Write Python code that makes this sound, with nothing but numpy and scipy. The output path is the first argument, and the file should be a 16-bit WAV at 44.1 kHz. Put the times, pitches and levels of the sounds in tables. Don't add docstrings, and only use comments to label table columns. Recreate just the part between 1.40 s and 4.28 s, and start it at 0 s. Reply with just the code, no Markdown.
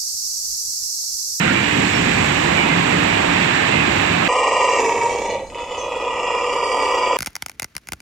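import sys
import numpy as np
from scipy import signal
from scipy.fft import rfft, irfft
from scipy.io import wavfile

SR = 44100
rng = np.random.default_rng(int(sys.argv[2]) if len(sys.argv) > 2 else 0)


def wav_record(signal):
    frames = np.transpose(np.atleast_2d(signal))
    bounded = np.clip(frames, -1, 1)
    quanta = np.round(bounded * 32767).astype(np.int16)
    wavfile.write(sys.argv[1], SR, quanta)


N = 127008
TIME = np.arange(N) / SR
HZ = np.maximum(np.arange(N // 2 + 1) * SR / N, 1)


def from_db(db):
    return 10 ** (np.asarray(db) / 20)


def rms_one(x):
    return x / np.sqrt(np.mean(x ** 2) + 1e-20)


def by_hz(rows):
    hz, *columns = np.transpose(rows)
    return [np.interp(np.log(HZ), np.log(hz), column) for column in columns]


def level_curve(rows):
    return from_db(np.interp(TIME, *np.transpose(rows)))


def swing(rows):
    db = np.interp(TIME, *np.transpose(rows))
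    return from_db(db - db.mean())


def drift(rate_hz):
    noise = rfft(rng.standard_normal(N))
    return rms_one(irfft(noise / (1 + (HZ / rate_hz) ** 2), N))


def colour(x, spectrum):
    db, = by_hz(spectrum)
    low_skirt = np.minimum(HZ / spectrum[0][0], 1) ** 4
    high_skirt = np.minimum(spectrum[-1][0] / HZ, 1) ** 4
    per_hz = np.sqrt(SR / 2)
    return irfft(rfft(x) * from_db(db) * low_skirt * high_skirt * per_hz, N)


def churn(spectrum, patchy_db, rate_hz):
    white = rfft(rng.standard_normal((2, N)))
    octave = np.floor(np.log2(np.clip(HZ, spectrum[0][0], spectrum[-1][0])))
    out = 0
    for k in np.unique(octave):
        band = irfft(white * (octave == k), N)
        out = out + band * from_db(patchy_db * drift(rate_hz))
    return colour(rms_one(out), spectrum)


def tone(hz, wander_hz, rate_hz):
    pitch = hz + wander_hz * np.array([drift(rate_hz), drift(rate_hz)])
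    turns = np.cumsum(pitch, axis=1) / SR + rng.random((2, 1))
    return np.sqrt(2) * np.sin(2 * np.pi * turns)


def resonance(hz, width_hz):
    return 1 / (1 + 1j * (HZ ** 2 - hz ** 2) / (HZ * width_hz))


# frequency in Hz, level in dB per Hz.
BOOM_SPECTRUM = [(20, -73), (33, -69), (50, -58.5), (70, -56.5), (95, -54), (130, -75)]
# time in seconds, level in dB, used about its mean.
BOOM_SWING = [(0, -10), (.08, 6), (.22, -2), (.38, -4), (.5, 5), (.9, 3), (1.12, 3.5), (1.33, -3), (1.5, 0),
              (1.72, 1), (1.9, 4), (2.2, -8), (2.35, 2), (2.5, 4), (2.6, 0), (2.88, -2)]


def boom():
    return swing(BOOM_SWING) * churn(BOOM_SPECTRUM, patchy_db=.5, rate_hz=7.2)


# frequency in Hz, level in dB per Hz.
RUMBLE_SPECTRUM = [(70, -62), (100, -52), (150, -47), (210, -46.5), (300, -48), (400, -51.5), (550, -57),
                   (900, -91)]
# time in seconds, level in dB, used about its mean.
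RUMBLE_SWING = [(0, 1.5), (.2, 2.2), (.29, -2), (.39, 4.5), (.47, -0.5), (.6, 3), (.76, 1.5), (.92, 1.2),
                (1.18, -0.2), (1.42, .8), (1.6, 2), (1.8, 0.5), (2.13, -1.5), (2.33, -0.5), (2.5, 0),
                (2.88, -1.7)]


def rumble():
    return swing(RUMBLE_SWING) * churn(RUMBLE_SPECTRUM, patchy_db=0.16, rate_hz=5.3)


# pitch in Hz, middle level in dB.
HUM_TONES = [(98, -39.5), (143, -40), (435, -42), (521, -40), (588.5, -37.5)]
HUM_SWING_DB, HUM_WANDER_HZ = 2.5, 1.23


def hum():
    out = 0
    for hz, db in HUM_TONES:
        level = from_db(db + HUM_SWING_DB * drift(2.2))
        out = out + level * tone(hz, HUM_WANDER_HZ, rate_hz=5.9)
    return out


LOW_GEAR_HZ, HIGH_GEAR_HZ = 173.1, 291.4
# time in seconds, level in dB rms.
LOW_GEAR_SURGES = [(0, -29), (.16, -34.5), (.33, -39), (.39, -27), (.48, -41), (.62, -35), (.77, -33),
                   (.88, -28.5), (1.02, -37), (1.14, -32), (1.25, -51), (1.32, -26), (1.4, -22),
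                   (1.49, -38), (1.56, -23), (1.66, -35), (1.73, -32), (1.83, -50), (1.89, -29),
                   (2.04, -32.5), (2.2, -40), (2.65, -36), (2.73, -27.5), (2.79, -33.5), (2.88, -27)]
# time in seconds, level in dB rms.
OCTAVE_SURGES = [(0, -42), (.06, -25.5), (.17, -39), (.8, -45), (1.1, -30), (1.33, -42), (1.6, -37),
                 (1.8, -40), (2.3, -32), (2.6, -33.5), (2.88, -35.5)]
# time in seconds, level in dB rms.
HIGH_GEAR_SURGES = [(0, -46), (.2, -38), (.32, -24), (.56, -29.5), (.8, -51), (1.25, -32), (1.48, -27),
                    (1.83, -38), (1.92, -23.5), (2.0, -36.5), (2.31, -33), (2.5, -30.5), (2.88, -32.5)]


def gears():
    low = level_curve(LOW_GEAR_SURGES) * tone(LOW_GEAR_HZ, 1.62, rate_hz=10.0)
    octave = level_curve(OCTAVE_SURGES) * tone(2 * LOW_GEAR_HZ, 1.7, rate_hz=5.2)
    high = level_curve(HIGH_GEAR_SURGES) * tone(HIGH_GEAR_HZ, 4.05, rate_hz=11.6)
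    return low + octave + high


# frequency in Hz, level in dB per Hz.
STEAM_SPECTRUM = [(2500, -80), (4500, -69), (5400, -71), (6300, -69.5), (7000, -67.5), (7550, -63.5),
                  (8000, -66), (8400, -78), (8900, -80.5), (9600, -130), (10600, -86), (15000, -92)]
# time in seconds, level in dB, used about its mean.
STEAM_SWING = [(0, 0.3), (.25, 0.6), (.45, 2.3), (1.05, 2.2), (1.27, -1), (1.55, 0.8), (2.25, -0.2),
               (2.43, -0.8), (2.58, 0.8), (2.77, -1.5), (2.88, 0)]


def steam():
    return swing(STEAM_SWING) * churn(STEAM_SPECTRUM, patchy_db=0.54, rate_hz=25)


# frequency in Hz, level in dB per Hz.
ROLLS_SPECTRUM = [(250, -59), (400, -53), (520, -53.5), (700, -49), (900, -49), (1100, -51), (1350, -54),
                  (1800, -63), (3000, -113)]
# time in seconds, level in dB, used about its mean.
ROLLS_SWING = [(0, -2), (.25, -2), (.42, -2.5), (.58, -2), (.82, -0.5), (1.14, 1.5), (1.38, .6),
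               (1.53, 1.3), (1.72, .5), (1.85, 2.3), (2.03, 0), (2.2, 1.5), (2.4, 0), (2.58, 0.5),
               (2.88, 1.3)]


def rolls():
    return swing(ROLLS_SWING) * churn(ROLLS_SPECTRUM, patchy_db=.5, rate_hz=6.5)


def swell(middle_s, length_s):
    return np.cos(np.pi * np.clip((TIME - middle_s) / length_s, -.5, .5)) ** 2


# middle in seconds, length in seconds, pitch in Hz,
# width of the resonance in Hz, level in dB before the swell.
BAR_SCRAPES = [(0.074, 0.21, 1480, 380, -19.5), (0.112, 0.14, 1830, 520, -20), (0.01, 0.09, 1790, 300, -22),
               (1.22, 0.14, 2330, 450, -28.5), (2.04, 0.15, 3220, 1500, -28.5),
               (2.177, 0.34, 1730, 300, -22.5), (2.337, 0.17, 2560, 450, -19),
               (2.355, 0.11, 2110, 200, -26), (2.412, 0.07, 2620, 150, -20)]


def scrapes():
    out = 0
    for middle_s, length_s, hz, width_hz, db in BAR_SCRAPES:
        slips = rfft(rng.standard_normal((2, N)))
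        rough = rms_one(irfft(slips * resonance(hz, width_hz) ** 2, N))
        out = out + from_db(db) * swell(middle_s, length_s) * rough
    return out


SQUEAL_ATTACK_S, SQUEAL_T60_S, SQUEAL_FLUTTER_DB = 0.0053, 0.35, 2
SQUEAL_WANDER = 0.0019
# start in seconds, length in seconds, pitch in Hz,
# level in dB while held.
BAR_SQUEALS = [(.138, 0.032, 2874, -25), (0.145, 0.058, 2345, -23.5), (0.234, .07, 2880, -26.5),
               (0.517, 0.043, 5400, -38), (0.543, 0.026, 5430, -35), (1.168, .038, 2335, -19),
               (1.175, 0.023, 2925, -23), (1.187, 0.03, 2110, -24), (1.236, 0.023, 2536, -22),
               (1.293, .04, 2080, -25), (1.558, 0.14, 1234, -33), (1.682, 0.037, 2340, -23),
               (2.318, .042, 2086, -20.5)]


def squeals():
    out = 0
    for start_s, length_s, hz, db in BAR_SQUEALS:
        rise = np.clip((TIME - start_s) / SQUEAL_ATTACK_S, 0, 1)
        fall = from_db(-60 * np.maximum(TIME - start_s - length_s, 0) / SQUEAL_T60_S)
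        flutter = rms_one(from_db(SQUEAL_FLUTTER_DB * drift(90)))
        voice = tone(hz, SQUEAL_WANDER * hz, rate_hz=81)
        out = out + from_db(db) * rise * fall * flutter * voice
    return out


HALL_T60_S, HALL_DB = 1.6, 4.5


def hall(x):
    tails = rng.standard_normal((2, N)) * from_db(-60 * TIME / HALL_T60_S)
    tails /= np.sqrt(np.sum(tails ** 2, axis=1, keepdims=True))
    response = 1 + from_db(HALL_DB) * rfft(tails)
    response[1] -= 1
    return irfft(rfft(x) * response, N)


KNOCKS_PER_S, KNOCK_SPREAD_DB = 260, 4


def knocks():
    strength = from_db(KNOCK_SPREAD_DB * np.minimum(rng.exponential(1, N), 4))
    signed = strength * rng.choice([-1, 1], N)
    blows = signed * (rng.random(N) < KNOCKS_PER_S / SR)
    return np.array([rms_one(point) for point in hall(blows)])


# frequency in Hz, level in dB per Hz.
GRIND_SPECTRUM = [(900, -66.5), (1350, -57.5), (1700, -50), (2100, -49), (2550, -48.5), (2850, -51.5),
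                  (3100, -56), (3900, -60), (4600, -67.5), (6000, -80), (8000, -119)]
# time in seconds, level in dB, used about its mean.
BAR_SWING = [(0, -0.7), (.15, -0.54), (.5, -0.059), (1.1, -0.12), (1.21, 0.093), (1.42, -0.4), (1.7, 0.63),
             (1.83, -.5), (1.97, .7), (2.33, 0.49), (2.88, -0.34)]
# pitch in Hz, width in Hz, level in dB before the sway.
RINGING_MODES = [(807, 7.6, -51), (954, 7.5, -40), (1077, 3.9, -42.5), (1212, 4.9, -41), (1594, 3.4, -53),
                 (1840, 11, -87), (1780, 5, -73), (2074, 13, -36), (2342, 5, -38.5), (2536, 8.9, -50),
                 (2885, 4.2, -54), (3420, 10, -59), (7480, 37, -77)]
RATTLE_DB = -6.5


def bar():
    blows = rfft(knocks())
    ringing = 0
    for hz, width_hz, db in RINGING_MODES:
        ringing = ringing + from_db(db) * rms_one(irfft(blows * resonance(hz, width_hz), N))
    rattle = from_db(RATTLE_DB) * colour(knocks(), GRIND_SPECTRUM)
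    grinding = churn(GRIND_SPECTRUM, patchy_db=.5, rate_hz=87)
    return swing(BAR_SWING) * (grinding + rattle + ringing)


# frequency in Hz, likeness from 0 to 1,
# lag of the left one in ms, left minus right level in dB.
MICROPHONE_PAIR = [(60, 0.97, 0.3, 0), (170, 0.97, 0.33, -0.2), (292, 1, 0.54, -2.5),
                   (514, 0.89, 0.66, -5.5), (890, 0.42, 0.78, -6.5), (1360, 0.38, 0.69, -7.5),
                   (2300, 0.54, 0.63, -12), (3220, 0.17, 0.61, -11.5), (4630, 0.23, 0.566, -7),
                   (6230, 0.3, 0.54, -6), (7700, 0.1, 0.66, -5.5), (8800, 1, 0.23, -26),
                   (10800, 0.4, 0.481, -2)]


def microphones(pair):
    likeness, lag_ms, shade_db = by_hz(MICROPHONE_PAIR)
    likeness = np.clip(likeness, 0, 1)
    shared, own = rfft(pair)
    late = np.exp(-2j * np.pi * HZ * lag_ms / 1000)
    mix = likeness * late * shared + np.sqrt(1 - likeness ** 2) * own
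    left = from_db(shade_db) * mix
    return np.array([irfft(left, N), pair[0]])


def scene():
    drives = boom() + rumble() + hum() + gears()
    return microphones(drives + steam() + rolls() + scrapes() + squeals() + bar())


CUTOFF_HZ = 15150


def record(dry):
    low_pass = signal.ellip(12, .1, 70, CUTOFF_HZ, fs=SR, output="sos")
    return signal.sosfilt(low_pass, dry)


dry = scene()
out = record(dry)
wav_record(out)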